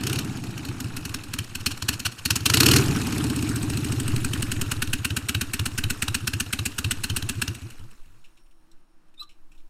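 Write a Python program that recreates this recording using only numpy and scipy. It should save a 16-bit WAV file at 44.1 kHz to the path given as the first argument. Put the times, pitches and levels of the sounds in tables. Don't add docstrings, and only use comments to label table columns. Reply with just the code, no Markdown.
import sys
import numpy as np
from scipy import signal
from scipy.fft import rfft, irfft, next_fast_len
from scipy.io import wavfile
from scipy.ndimage import uniform_filter1d

SR = 44100
rng = np.random.default_rng(int(sys.argv[2]) if len(sys.argv) > 2 else 0)


def log_audio(samples):
    frames = np.atleast_2d(samples).T
    limited = np.clip(frames, -1, 1)
    pcm = np.round(limited * 32767).astype(np.int16)
    wavfile.write(sys.argv[1], SR, pcm)


def nominal_scale(level):
    x = np.asarray(level, float) / 20
    return 10 ** x


N = 427329
T = np.arange(N) / SR

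# start_s, engine cycles a second
CRANK_SPEED = [(0, 15.227), (0.18, 17.356), (0.4, 14.95), (1.45, 9.146), (1.85, 8.873), (1.9, 9.316),
               (2.21, 6.986), (2.35, 11.071), (2.42, 9.066), (2.58, 15.871), (2.74, 20.895), (3.5, 14.794),
               (4.94, 8.733), (5.31, 8.054), (5.99, 8.291), (6.2, 7.814), (7.46, 7.911), (8.3, 0.43)]
IDLE_CYCLE_S, FIRST_TURN, REAR_TURN, STOP_S = .125, .032, .485, 8.2
# start_s, jet_db, front_pipe_db, rear_pipe_db
EFFORT = [(0, -23.5, -31.5, -30.5), (.2, -25, -32, -31.5), (.42, -36.5, -36, -31),
          (1.14, -26.5, -36.5, -36), (1.55, -27.5, -38.5, -33), (1.68, -17, -31, -34.5),
          (2.3, -19.5, -33, -32.5), (2.46, -14, -31, -28), (2.6, -11, -21, -24), (2.76, -12, -19.5, -21.5),
          (2.81, -29.5, -29, -25), (3.3, -31, -23, -28.5), (3.9, -29.5, -26.5, -20.5),
          (4.4, -24, -28.5, -22.5), (4.8, -20, -32.5, -29.5), (7.48, -21.5, -35.5, -30),
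          (7.56, -40, -47, -31), (8.05, -58, -66, -60)]
# start_s, end_s
OPEN_THROTTLE = [
    (0, 0.19),
    (2.45, 2.8),
]
# start_s, end_s
LOPE = [
    (4.62, 7.15),
    (7.4, 7.5),
]
LOPE_LEAN_DB, LOPE_WARMS_S = -16, 5.28
# start_s, end_s
STUMBLE = [
    (1.55, 1.75),
    (1.9, 2.2),
]
# start_s, jet_loss_db
FRONT_MISSES = [(.004, 14), (.245, 11), (.307, 20), (.37, 5), (.509, 8), (.725, 16), (.877, 15),
                (1.233, 10.5), (1.441, 15), (1.773, 24), (1.994, 11), (2.121, 22), (2.354, 2), (2.902, 2)]
# start_s, jet_db (on the effort)
REAR_CATCHES = [(0.468, -6), (.685, -0.5), (0.84, -3.5), (1.0914, -7.5), (1.385, 5), (1.5973, -15.5),
                (1.7052, -12), (1.8208, -6.5), (1.927, -11), (2.0499, -0.5), (2.3038, 8.5), (2.4035, -17.5),
                (2.783, -1.5), (2.88, 1), (3.265, -2.5), (3.3882, -2.5), (3.733, -2), (3.8835, -5),
                (4.1167, -6), (4.374, -9.5), (4.562, -10), (5.3453, 3), (6.0783, 1.5), (7.222, -5.5)]
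# start_s, pipe_note_db
REAR_HUFFS = [(.469, -0.5), (.841, 5), (1.184, -4), (2.185, -9), (5.716, 3), (6.207, 9), (6.712, -10),
              (7.345, 8)]
REAR_BURN_DB, REAR_MISS_DB, SCATTER_DB, MISS_SCATTER_DB = 0.2, -19.5, 0.55, 2.5
FRONT_PIPE_SHARE, REAR_PIPE_SHARE = 0.98, 0.34

# opening_hz, closing_hz, level_db, stroke_loss_db
FRONT_PIPE = [(195.1, 312, 0, 9.5), (82, 67, 5, 26.5), (358, 420, -10, 22)]
REAR_PIPE = [(71.5, 134.6, 2, 0.78), (239, 380, -12.5, 1.1), (148, 220, -13.5, 0.76)]
# pitch_hz, level_db, t60_s
REAR_RIM = [(1470, -15, 0.041), (2939, -7, 0.044), (3784, 0, 0.016), (4226, -14, 0.03), (5609, -11, 0.014)]
# pitch_hz, level_db (per Hz)
JET_FAR = [(290, -28.5), (500, -9), (587, -10), (1410, -7), (1950, -10), (2770, -3), (3820, -8), (4360, 4),
           (4970, -6), (5430, -1.5), (7600, -8), (12900, -11), (15600, -27), (16500, -40)]
# pitch_hz, level_db (per Hz)
JET_NEAR = [(290, -45.5), (500, -15.5), (1190, -11), (1500, 0), (2100, -10), (2610, 0.5), (3500, -8.5),
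            (3880, -9), (4970, -13.5), (7380, -10), (8180, -8.5), (14500, -17), (15800, -31), (16500, -52)]
# start_s, near_share (of the near colour)
NEARNESS = [(0, 0.66), (2.9, 0.011), (4.6, 0.98), (9.7, 0.84)]
# pitch_hz, level_db (on the jet)
REAR_TINT = [(1000, 5), (1500, -1), (2100, -1.5), (3000, 3), (3900, -1.5), (4700, 0.5), (8000, -3),
             (16000, -2.5)]
# start_s, level_db (on the jet)
WHISTLE = [(0, -21), (2.9, -14.5), (3.5, 3.5), (4.3, -2), (4.9, -10.5), (7.6, -2.5)]
LEAK_S = .006

# pitch_hz, level_db (per Hz)
CLATTER = [(240, -38), (410, -4), (500, -10), (640, -11.5), (1190, -7), (1500, -7), (2110, -11.5),
           (2590, -8.5), (3120, -12), (4980, -15.5), (8190, -15.5), (14100, -24), (14800, -22.5),
           (16500, -52.5)]
# pitch_hz, level_db (per Hz)
DRONE = [(18, -48), (30, -26), (38, -15), (113, -12), (156, -7.5), (310, -10), (524, -46.5), (697, -26.5),
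         (900, -24), (1170, -61), (1980, -120)]
CLATTER_DB, CLATTER_DB_PER_OCTAVE, CLATTER_OPEN_DB = -44, 9, 5
DRONE_DB, DRONE_DB_PER_OCTAVE, DRONE_OPEN_DB = -37.5 - 15, 17.5, -3
FAR_DB, ARRIVE_S, THROTTLE_LAG_S = -6.5, 2.6, 0.083
AIR_DB, AIR_HZ = -6, 8000
GRAVEL_S, GRAVEL_LENGTH_S, GRAVEL_DB = 4.35, 0.31, 2
SWITCH_OFF_S, COAST_DROP_DB, COAST_OCTAVES, REST_S = 7.52, -5, -1.65, 8.49

# start_s, pitch_hz, level_db, body_db
SQUEAK = [(9.17, 3740, -70, -89), (9.18, 3670, -48, -86), (9.192, 3590, -49, -75),
          (9.198, 3910, -36.5, -73), (9.216, 4040, -33, -52), (9.226, 4040, -50, -44.5),
          (9.243, 4020, -66, -57), (9.3, 3960, -84, -95)]
# multiple, level_db
SQUEAK_ORDERS = [(1, -3), (2, -27), (2.32, -30), (3, -26), (.66, -24), (1.33, -30)]
# start_s, peak_db, pitch_hz, t60_s
TICKS = [(8.241, -42, 2870, 0.14), (8.3703, -46, 2900, 0.089), (8.459, -54.5, 2720, 0.08),
         (8.5084, -51.5, 2830, 0.073), (8.7131, -44.5, 5400, 0.06), (8.7694, -61, 2600, 0.092),
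         (9.0794, -58, 2540, 0.08), (9.1391, -46, 2510, 0.053), (9.2266, -32, 4030, 0.054),
         (9.29, -45, 2670, 0.17), (9.309, -49, 2920, 0.075), (9.5144, -46, 2440, 0.11),
         (9.5488, -50, 2440, 0.087), (9.5753, -50, 3770, 0.12), (9.5994, -53, 2660, 0.08)]
# start_s, level_db
SIZZLE = [
    (8.1, -92),
    (8.38, -76),
    (8.55, -77),
    (8.7, -87),
]
# pitch_hz, level_db (per Hz)
VALLEY = [(24, -47), (40, -17.5), (65, -27.5), (164, -16), (186, -21), (286, -20.5), (324, -11),
          (396, -30.5), (844, -25.5), (910, -24.5), (2140, -34.5), (15300, -51), (16500, -62)]
# start_s (centre), level_db, half_length_s
GUSTS = [(.5, -50, 0.31), (1.2, -42.5, .6), (2.83, -42, .2), (3.8, -46.5, 0.61), (4.16, -36, 0.27),
         (4.56, -32, .13), (4.91, -26.5, 0.096), (5.82, -36.5, 0.32), (6.69, -45, .25), (7.15, -33.5, 0.18),
         (7.95, -37, 0.22), (8.45, -45.5, .3), (9.69, -42.5, 0.39)]


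def engine():
    fronts, rears, lengths = firings()
    chance = rng.standard_normal((len(lengths), 2, 9))
    front, rear, whistle, pipes = np.zeros((4, N))
    for (s, jet_db, pipe_db), cycle_s, luck in zip(fronts, lengths, chance[:, 0]):
        fired = np.clip((jet_db - pipe_db - 1.0) / 18, .05, 1)
        add(front, s - LEAK_S, nominal_scale(jet_db + 1.08) * jet(0.0077 * fired, 0.0026 + 0.013 * cycle_s))
        add(whistle, s - LEAK_S, nominal_scale(jet_db) * jet(0.0011, 0.0016, linger_db=-15.0))
        add(pipes, s + .003, nominal_scale(jet_db) * suck())
        note = pipe(FRONT_PIPE, .024 + 0.11 * cycle_s, 0.68 + 0.53 * fired, luck, .002 + .04 * cycle_s,
                    0.0051, pace(cycle_s), ring_db=-7.5)
        add(pipes, s, nominal_scale(pipe_db + 2.0) * note)
    for (s, jet_db, pipe_db), cycle_s, luck in zip(rears, lengths, chance[:, 1]):
        fired = np.clip((jet_db - pipe_db + 15.0) / 12, .15, 1)
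        close = np.clip(np.interp(s, *np.transpose(NEARNESS)), 0, 1)
        hold_s = .0016 * fired + .011 * during(STUMBLE, s)
        blast = jet(hold_s, .0016 + 0.016 * cycle_s, leak_db=-17, linger_db=-10)
        add(rear, s - LEAK_S, nominal_scale(jet_db - 2.5 * close) * blast)
        add(pipes, s + .003, close * fired * nominal_scale(jet_db + 3.5) * slap(luck[4:]))
        add(pipes, s + .003, nominal_scale(jet_db) * suck())
        stroke_s = .014 + .1 * cycle_s + .9 * cycle_s ** 2
        note = pipe(REAR_PIPE, stroke_s, fired, luck, 0.0029, .0072, pace(cycle_s),
                    bend=1.25, sag=0.87, pulse_db=-2.0)
        add(pipes, s, nominal_scale(pipe_db + 1.33) * note)
    hiss = patchy(rng.standard_normal(N) * nominal_scale(2.3 * lumps(670.0)), patchy_db=2.0)
    near = np.clip(curve(NEARNESS), 0, 1)
    hiss = np.sqrt(1 - near) * coloured(hiss, JET_FAR) + np.sqrt(near) * coloured(hiss, JET_NEAR)
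    dull = coloured(hiss, REAR_TINT)
    shrill_bands = [(6000, -41.5), (7500, -26.0), (8200, 2.5), (8900, -12.5), (10500, -30)]
    shrill = coloured(rng.standard_normal(N), shrill_bands)
    jets = front * evened(hiss) + rear * dull + whistle * nominal_scale(curve(WHISTLE)) * shrill
    jets = signal.lfilter(*signal.butter(2, 950., "high", fs=SR), jets)
    return jets + signal.lfilter(*signal.butter(2, 48., "high", fs=SR), pipes)


def firings():
    turns = np.cumsum(curve(CRANK_SPEED)) / SR
    cycles = np.arange(int(turns[round(STOP_S * SR)] - REAR_TURN) + 1)
    front_s = np.interp(cycles + FIRST_TURN, turns, T)
    rear_s = np.interp(cycles + FIRST_TURN + REAR_TURN, turns, T)
    lengths = np.diff(np.interp(np.r_[cycles, len(cycles) - .2] + FIRST_TURN, turns, T))
    luck = rng.standard_normal((len(cycles), 4))
    front_db = np.zeros(len(cycles))
    for s, lost_db in FRONT_MISSES:
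        front_db[np.argmin(abs(front_s - s))] = -lost_db
    lean_db = LOPE_LEAN_DB * np.clip((LOPE_WARMS_S - rear_s) / (LOPE_WARMS_S - LOPE[0][0]), 0, 1)
    loping = during(LOPE, rear_s) & ((cycles % 2 == 0) | (rear_s > LOPE[1][0]))
    rear_db = np.where(loping, lean_db + REAR_BURN_DB, REAR_MISS_DB + MISS_SCATTER_DB * luck[:, 0])
    every_time = during(OPEN_THROTTLE, rear_s) | (rear_s > LOPE[1][1])
    rear_db = np.where(every_time, REAR_BURN_DB, rear_db)
    for s, db in REAR_CATCHES:
        k = np.argmin(abs(rear_s - s))
        rear_s[k], rear_db[k] = s, db
    slow = np.clip(1 - pace(lengths), 0, 1)
    at, jet_db, front_pipe_db, rear_pipe_db = np.transpose(EFFORT)
    front_jet = np.interp(front_s, at, jet_db) + front_db + SCATTER_DB * luck[:, 1]
    front_note = np.interp(front_s, at, front_pipe_db) + FRONT_PIPE_SHARE * front_db * slow
    rear_jet = np.interp(rear_s, at, jet_db) + rear_db
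    rear_note = np.interp(rear_s, at, rear_pipe_db) + REAR_PIPE_SHARE * rear_db * slow
    front = np.c_[front_s, front_jet, front_note + SCATTER_DB * luck[:, 2]]
    rear = np.c_[rear_s, rear_jet, rear_note + SCATTER_DB * luck[:, 3]]
    for s, db in REAR_HUFFS:
        rear[np.argmin(abs(rear_s - s)), 2] += db
    return front, rear, lengths


def pace(cycle_s):
    return np.clip(IDLE_CYCLE_S / cycle_s - 1, -.3, 1.6)


def jet(hold_s, rise_s, leak_db=-27.0, linger_db=-9.0):
    t = np.arange(3500) / SR
    late = np.maximum(t - rise_s - hold_s, 0)
    swell = nominal_scale(5.0 * (np.minimum(t / (rise_s + hold_s), 1) - 1.5))
    fall = nominal_scale(-2972.0 * late) + nominal_scale(linger_db - 702.0 * late)
    blast = np.minimum(t / rise_s, 1) ** 0.72 * swell * fall
    leak = nominal_scale(leak_db) * np.linspace(0, 1, round(LEAK_S * SR)) ** 2
    return np.r_[leak, np.maximum(blast, nominal_scale(leak_db) * (t < rise_s))]


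def pipe(partials, stroke_s, fired, chance, delay_s, peak_s, pace, ring_db=-10.5, sag=0.95, bend=0.92,
         pulse_db=-3.0):
    t = np.arange(round((stroke_s + .08) * SR)) / SR
    u = t / stroke_s
    stroke = np.minimum(u, 1)
    open_valve = 1 / (1 + np.exp(np.clip((u - 1) * 14, -50, 50)))
    start = fired + (1 - fired) * stroke ** 1.5
    ring = nominal_scale(ring_db - 223.5 * np.maximum(t - stroke_s, 0))
    heat = 1 + 0.037 * pace + .07 * pace * max(fired - .6, 0) / .4
    out = np.zeros(len(t))
    for k, (low_hz, high_hz, db, lost_db) in enumerate(partials):
        low_hz = low_hz * (heat + 0.041 * pace)
        top_hz = high_hz * (heat + .012 * chance[k])
        glide = low_hz + (top_hz - low_hz) * stroke ** bend
        hz = open_valve * glide + (1 - open_valve) * sag * top_hz
        load_db = 17.0 * max(fired - .75, -.2) if low_hz > 200 else -3.0
        level_db = db + pace * (k > 0) * load_db + chance[k + 3] - (lost_db - 2.4 * pace) * stroke
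        level = nominal_scale(level_db) * (open_valve + (1 - open_valve) * ring)
        turns = np.cumsum(hz) / SR
        phase = turns - np.interp(peak_s, t, turns) + 0.023 * k * chance[k + 6]
        out += level * np.cos(2 * np.pi * phase)
    kick = np.exp(-((t - peak_s) / 0.0009) ** 2) - 0.4 * np.exp(-((t - 0.54 * peak_s) / 0.001) ** 2)
    out = np.sqrt(2) * out * start * np.minimum(t / 0.0017, 1) + fired ** 3 * nominal_scale(pulse_db) * kick
    return np.r_[np.zeros(round(delay_s * SR)), out * np.minimum((t[-1] - t) / .02, 1)]


def slap(chance):
    t = np.arange(2000) / SR
    ring = np.zeros(len(t))
    for (hz, db, t60), c in zip(REAR_RIM, chance):
        decay = nominal_scale(db + 2.5 * c - 60 * t / (.7 * t60))
        ring += decay * np.sin(2 * np.pi * hz * (1 + .035 * c) * t)
    return -ring * np.minimum(t / .001, 1)


def suck():
    return -nominal_scale(-13) * np.exp(-(np.arange(-150, 150) / SR / 0.00097) ** 2)


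def running_gear():
    rattle = patchy(rng.standard_normal(N) * nominal_scale(1.2 * lumps(140.0)), patchy_db=3.5)
    octaves = np.maximum(np.log2(curve(CRANK_SPEED) * IDLE_CYCLE_S), COAST_OCTAVES)
    opened = 1. * during(OPEN_THROTTLE, T - THROTTLE_LAG_S / 2)
    opened = uniform_filter1d(opened, round(THROTTLE_LAG_S * SR))
    far = np.clip(1 - T / ARRIVE_S, 0, 1)
    gravel_db = GRAVEL_DB * np.exp(-((T - GRAVEL_S) / GRAVEL_LENGTH_S) ** 2)
    coast_db = COAST_DROP_DB * np.clip((T - SWITCH_OFF_S) / 0.32, 0, 1)
    drone_db = DRONE_DB + DRONE_DB_PER_OCTAVE * octaves + DRONE_OPEN_DB * opened
    clatter_db = CLATTER_DB + CLATTER_DB_PER_OCTAVE * octaves + CLATTER_OPEN_DB * opened
    clatter_db = clatter_db + FAR_DB * far + gravel_db + coast_db
    drone = coloured(rng.standard_normal(N), DRONE) * nominal_scale(drone_db)
    clatter = coloured(rattle, CLATTER)
    top = signal.sosfiltfilt(signal.butter(2, AIR_HZ, "high", fs=SR, output="sos"), clatter)
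    clatter = clatter - top * (1 - nominal_scale(AIR_DB * far))
    fade = np.clip((REST_S - T) / 0.35, 0, 1)
    return (clatter * nominal_scale(clatter_db - 2.0) + drone) * fade


def squeak():
    turns = np.cumsum(curve(SQUEAK) * (1 + 0.00605 * lumps(300.))) / SR
    level_db = curve(SQUEAK, column=2)
    bite = np.minimum(nominal_scale(level_db + 49), 1)
    tone = np.zeros(N)
    for k, db in SQUEAK_ORDERS:
        tone += nominal_scale(db) * bite ** (2 * (k != 1)) * np.sin(2 * np.pi * k * turns)
    tone *= nominal_scale(level_db + 1.5 * lumps(270.0))
    late = T - 9.2
    body = np.sin(2 * np.pi * (1230. - 600 * late) * late) * nominal_scale(curve(SQUEAK, column=3))
    body *= nominal_scale(2.3 * lumps(153.0))
    return np.sqrt(2) * (tone + body) * (T > SQUEAK[0][0]) * (T < SQUEAK[-1][0])


def ticks():
    out, t = np.zeros(N), np.arange(4000) / SR
    for (s, db, hz, t60), noise in zip(TICKS, rng.standard_normal((len(TICKS), 4000))):
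        bands = [(900, -35), (2000, -28), (0.77 * hz, -6), (hz, 0), (1.4 * hz, -10), (4800, -17),
                 (5400, -10), (6300, -18), (7300, -13), (13000, -24), (16000, -40)]
        tone = coloured(noise, sorted(bands))
        scrape = nominal_scale(2.1 * evened(uniform_filter1d(noise[::-1], 90)))
        decay = nominal_scale(db - 10.5 - 60 * t / max(t60, .01)) * np.minimum(t / 0.0037, 1)
        add(out, s, decay * tone * scrape)
    return out


def sizzle():
    bands = [(4800, -45), (5500, -1.5), (6200, -28.5), (8300, -33.0), (9100, 2), (9900, -40.0)]
    return coloured(rng.standard_normal(N), bands) * nominal_scale(curve(SIZZLE) + 3.0 * lumps(12.))


def roadside(x):
    t = np.arange(9000) / SR
    tail = rng.standard_normal(len(t)) * nominal_scale(-60 * t / .3) * (t > .012)
    tail = signal.lfilter(*signal.butter(1, 6000., fs=SR), tail)
    return signal.fftconvolve(x, tail / np.linalg.norm(tail))[:N]


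def wind():
    level = nominal_scale(-53) + sum(nominal_scale(db) * np.exp(-((T - s) / half_s) ** 2) for s, db, half_s in GUSTS)
    bands = [(2, -12.0), (8, -4.5), (14, -15.0), (30, -29.5), (60, -43.5), (200, -75.0)]
    return coloured(rng.standard_normal(N), bands) * level


def valley():
    return nominal_scale(-66.5) * coloured(rng.standard_normal(N), VALLEY) * nominal_scale(0.76 * lumps(2.2))


def evened(x):
    return x / np.sqrt(np.mean(x ** 2) + 1e-20)


def curve(rows, column=1):
    columns = np.transpose(rows)
    return np.interp(T, columns[0], columns[column])


def during(spans, s):
    return np.any([(s >= a) & (s < b) for a, b in spans], axis=0)


def add(mix, s, sound):
    part = mix[max(round(s * SR), 0):][:len(sound)]
    part += sound[:len(part)]


def coloured(x, points):
    f, db = np.transpose(points)
    size = next_fast_len(len(x))
    hz = np.fft.rfftfreq(size, 1 / SR)
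    gain = nominal_scale(np.interp(np.log(hz + 1), np.log(f + 1), db))
    return evened(irfft(rfft(x, size) * gain, size)[:len(x)])


def lumps(hz):
    return evened(signal.sosfilt(signal.butter(2, hz, fs=SR, output="sos"), rng.standard_normal(N)))


def patchy(x, patchy_db):
    z = signal.stft(x, nperseg=256, noverlap=192)[2]
    patches = uniform_filter1d(rng.standard_normal(z.T.shape).T, 6, 1)
    patches = uniform_filter1d(patches, 5, 0)
    return evened(signal.istft(z * nominal_scale(patchy_db * evened(patches)), nperseg=256, noverlap=192)[1][:len(x)])


def scene():
    trike = engine() + squeak() + ticks()
    around = nominal_scale(-21.5) * roadside(trike) + running_gear() + valley() + sizzle()
    around = signal.sosfilt(signal.butter(8, 13900., fs=SR, output="sos"), around)
    return (trike + around + wind())[None]


def top_cut(x):
    return signal.sosfilt(signal.butter(12, 16650, fs=SR, output="sos"), x)


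def record(dry):
    treble = signal.lfilter(*signal.butter(1, 900., "high", fs=SR), dry)
    combed = dry + 0.18 * np.roll(treble, 33, axis=1)
    limited = signal.oaconvolve(combed, signal.firwin(255, 15900., fs=SR)[None], "same")
    overload = .95
    mix = overload * np.tanh(limited / overload) + .001
    return top_cut(mix)


dry = scene()
out = record(dry)
log_audio(out)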